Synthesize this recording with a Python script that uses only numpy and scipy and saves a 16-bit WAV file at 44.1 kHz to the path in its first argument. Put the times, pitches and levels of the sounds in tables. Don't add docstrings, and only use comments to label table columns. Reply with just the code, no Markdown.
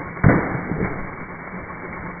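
import sys
import numpy as np
from scipy.fft import rfft, irfft
from scipy.io import wavfile

SR = 44100
rng = np.random.default_rng(int(sys.argv[2]) if len(sys.argv) > 2 else 0)


def inscribe(sig):
    pcm = np.round(np.clip(np.atleast_2d(sig).T, -1, 1) * 32767)
    wavfile.write(sys.argv[1], SR, pcm.astype(np.int16))


N = 97020
T = np.arange(N) / SR
TOP_HZ = 2310

# f/Hz, level/dB
POP_SPECTRUM = [(100, -12), (400, -5.5), (700, -5.5), (1000, 7), (1350, -5), (1750, 0), (2300, -9)]
# t/s, level/dB, f/Hz, rise/s
NOZZLE_GULPS = [(.2422, -5, 124.2, 0.0018), (.2635, -0.5, 143.4, 0.0032), (.2835, -1, 192, 0.0016),
                (.3245, -15, 146.5, 0.0058), (.353, -14.5, 172.7, 0.0052), (.544, -18.5, 137.3, .008)]
# f/Hz, level/dB
HISS_SPECTRUM = [(80, -4), (250, -2), (500, -0.5), (750, 2.5), (1100, -1), (1600, -0.5), (2000, -2.5),
                 (2400, -8)]
# f/Hz, level/dB
ROAR_SPECTRUM = [(25, -11), (60, -8.5), (100, -4.5), (170, -2), (250, 1.5), (350, -0.5), (520, -5),
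                 (650, -22.5), (1200, -24)]
# f/Hz, width/Hz, level/dB
BOTTLE_MODES = [(726, 40, -6), (909, 12, 3), (1489, 40, 0.5), (1660, 20, 1), (1986, 31, -0.5)]
# t/s, level/dB, f/Hz, rise/s
WATER_SLAPS = [(.6972, -18.5, 375, 0.0017), (.7146, -11.5, 216, 0.0015), (.7245, -19.5, 162, 0.00271),
               (.738, -19.5, 159, 0.011), (.811, -18, 320, .002), (.8255, -13, 178, 0.0034),
               (1.008, -23, 161, 0.0031)]
# f/Hz, level/dB
POUR_SPECTRUM = [(40, -4.5), (110, -0.5), (190, -1), (300, -7.5), (440, 0.5), (600, -20.5), (1200, -24)]
# f/Hz, level/dB
SPLASH_SPECTRUM = [(100, -11), (400, -10.5), (700, 3.5), (1200, 0.5), (1800, 1), (2300, 4.5)]
# t/s, level/dB
PUMP_STROKES = [(.012, -30), (0.067, -34), (.178, -31.5), (1.001, -33.5), (1.092, -38), (1.21, -34),
                (1.311, -37), (1.479, -39.5), (1.586, -31.5), (1.71, -33), (1.844, -30.5), (1.945, -32),
                (1.977, -32.5), (2.066, -32.5), (2.101, -35.5)]
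# f/Hz, width/Hz, level/dB
HOUSING_MODES = [(174, 40, -0.5), (337, 130, 2), (536, 92, -5), (873, 22, 6.5), (1091.4, 18, 9.5),
                 (1390, 350, -8.5), (2100, 330, -8.5)]
# t/s, level/dB
HUM_ENVELOPE = [(0, -45.5), (.11, -37.5), (.22, -38), (.62, -36.5), (1.0, -37), (1.16, -47), (1.28, -43.5),
                (1.49, -43.5), (1.55, -34.5), (1.6, -38.5), (1.66, -49), (1.88, -42.5), (1.99, -42),
                (2.08, -36.5), (2.2, -42.5)]
# f/Hz, level/dB
GEAR_SPECTRUM = [(120, -7.5), (300, 2), (450, -0.5), (750, -3), (1090, 0.5), (1250, -1), (1750, -3),
                 (2200, 0), (2500, -4.5)]
# t/s, level/dB, f/Hz, width/Hz, decay/s
CONTACT_TICKS = [(0.172, -28.5, 859, 1368, 0.0044), (.931, -29, 1500, 1180, .003),
                 (1.474, -26.5, 1154, 1433, 0.0032), (1.928, -28, 2197, 200, 0.0099)]
# f/Hz, level/dB
GUST_SPECTRUM = [(10, 6), (25, -5.5), (50, -10.5), (90, -17.5), (200, -38)]
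# f/Hz, level/dB
MURMUR_SPECTRUM = [(15, 2.5), (35, -2.5), (70, 2), (130, 4), (250, -3.5), (500, -8.5), (1000, -16),
                   (2400, -18.5)]


def rocket_launch(pop_s=0.2355, blast_s=0.2875):
    pop = amp(-15.5) * burst(pop_s, attack_s=0.0042, decay_s=0.003) * colour(noise(), POP_SPECTRUM)
    jet_env = amp(-20) * burst(pop_s, attack_s=0.0046, decay_s=0.054)
    blast_env = burst(blast_s, attack_s=0.002, decay_s=0.041)
    rush_env = amp(-22.5) * burst(blast_s, attack_s=0.002, decay_s=0.27)
    hiss_env = np.sqrt(jet_env ** 2 + (amp(-23) * blast_env) ** 2 + rush_env ** 2)
    hiss = hiss_env * colour(noise(), HISS_SPECTRUM)
    bottle = amp(-19.5) * blast_env * ring(noise(), BOTTLE_MODES)
    roar_env = amp(-12) * burst(blast_s, attack_s=0.0067, decay_s=0.064)
    wake_env = amp(-23.5) * burst(pop_s, attack_s=0.0067, decay_s=0.3)
    roar = np.hypot(roar_env, wake_env) * colour(noise(), ROAR_SPECTRUM)
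    return pop + thumps(NOZZLE_GULPS) + hiss + bottle + roar


def falling_water(pour_s=0.811, splash_s=0.853):
    pour = colour(clicks(per_s=900, spread_db=1), POUR_SPECTRUM)
    pour *= amp(-21.5) * swell(pour_s, rise_s=0.05, fall_s=0.07)
    splash = colour(clicks(per_s=3000, spread_db=0.5), SPLASH_SPECTRUM)
    splash *= amp(-25.5) * swell(splash_s, rise_s=0.026, fall_s=0.04)
    drops = colour(clicks(per_s=1200, spread_db=7.5), SPLASH_SPECTRUM)
    drops *= amp(-34.5) * swell(splash_s, rise_s=0.026, fall_s=0.24)
    patter = ring(clicks(per_s=250, spread_db=6), [(141.6, 110, 0)])
    patter *= amp(-30.5) * swell(splash_s, rise_s=0.05, fall_s=0.2)
    return thumps(WATER_SLAPS) + pour + splash + drops + patter


def drill_pump(stroke_width_s=0.013, hum_hz=176.8, gear_hz=96.9):
    stroke_power = sum(amp(db) ** 2 * np.exp(-((T - peak_s) / stroke_width_s) ** 2)
                       for peak_s, db in PUMP_STROKES)
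    rattle = np.sqrt(stroke_power) * ring(clicks(per_s=1400, spread_db=3), HOUSING_MODES)
    speed = 1 + 0.05 * wander(rate_hz=25)
    phase_per_hz = 2 * np.pi * np.cumsum(speed) / SR
    hum_db = np.interp(T, *np.array(HUM_ENVELOPE).T) + 1.2 * wander(rate_hz=27)
    hum = amp(hum_db) * np.sqrt(2) * np.sin(hum_hz * phase_per_hz)
    whirr = colour(clicks(per_s=5000, spread_db=0.5), GEAR_SPECTRUM)
    whirr *= 1 + 0.1 * np.sin(gear_hz * phase_per_hz)
    whirr *= amp(-36 + 0.86 * wander(rate_hz=45))
    return rattle + hum + whirr


def lone_ticks(attack_s=0.0013):
    return sum(amp(db) * burst(start_s, attack_s, decay_s) * ring(noise(), [(hz, width_hz, 0)])
               for start_s, db, hz, width_hz, decay_s in CONTACT_TICKS)


def garden():
    gust = amp(-28) * swell(peak_s=1, rise_s=0.07, fall_s=0.093) * colour(noise(), GUST_SPECTRUM)
    murmur = amp(-39.5 + 3.6 * wander(rate_hz=12)) * colour(noise(), MURMUR_SPECTRUM)
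    return gust + murmur


def thumps(rows):
    pressure = np.zeros(N)
    for start_s, db, hz, rise_s in rows:
        age_s = np.maximum(T - start_s, 0)
        envelope = amp(db) * age_s / rise_s * np.exp(1 - age_s / rise_s)
        pressure += envelope * np.sin(2 * np.pi * hz * age_s)
    return pressure


def burst(start_s, attack_s, decay_s):
    attack = np.clip((T - start_s) / attack_s, 0, 1)
    return attack * np.exp(-np.maximum(T - start_s - attack_s, 0) / decay_s)


def swell(peak_s, rise_s, fall_s):
    return np.exp(-np.maximum(peak_s - T, 0) / rise_s - np.maximum(T - peak_s, 0) / fall_s)


def noise():
    return rng.standard_normal(N)


def wander(rate_hz):
    return filtered(noise(), np.exp(-(bins_hz() / rate_hz) ** 2))


def clicks(per_s, spread_db):
    hits = rng.random(N) < per_s / SR
    return hits * np.sign(noise()) * amp(spread_db * np.clip(noise(), -2, 2))


def colour(x, spectrum):
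    hz, db = np.array(spectrum, float).T
    return filtered(x, amp(np.interp(np.log(bins_hz()), np.log(hz), db)))


def ring(x, modes):
    f = bins_hz()
    response = sum(amp(db) / (1 + 1j * (f * f - hz * hz) / (f * width_hz)) for hz, width_hz, db in modes)
    return filtered(x, response)


def filtered(x, response):
    shaped = irfft(rfft(x) * response * (bins_hz() < TOP_HZ + 100), N)
    return shaped / np.sqrt(np.mean(shaped ** 2))


def bins_hz():
    return np.maximum(np.arange(N // 2 + 1) * SR / N, 1)


def amp(db):
    return 10 ** (np.asarray(db) / 20)


def scene():
    return (drill_pump() + rocket_launch() + falling_water() + garden() + lone_ticks())[None]


def record(dry):
    padded_n = 2 * N
    hz = np.arange(N + 1) * SR / padded_n
    gain = np.clip((TOP_HZ + 10 - hz) / 20, 0, 1)
    return irfft(rfft(dry, padded_n) * gain, padded_n)[:, :N]


dry = scene()
out = record(dry)
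inscribe(out)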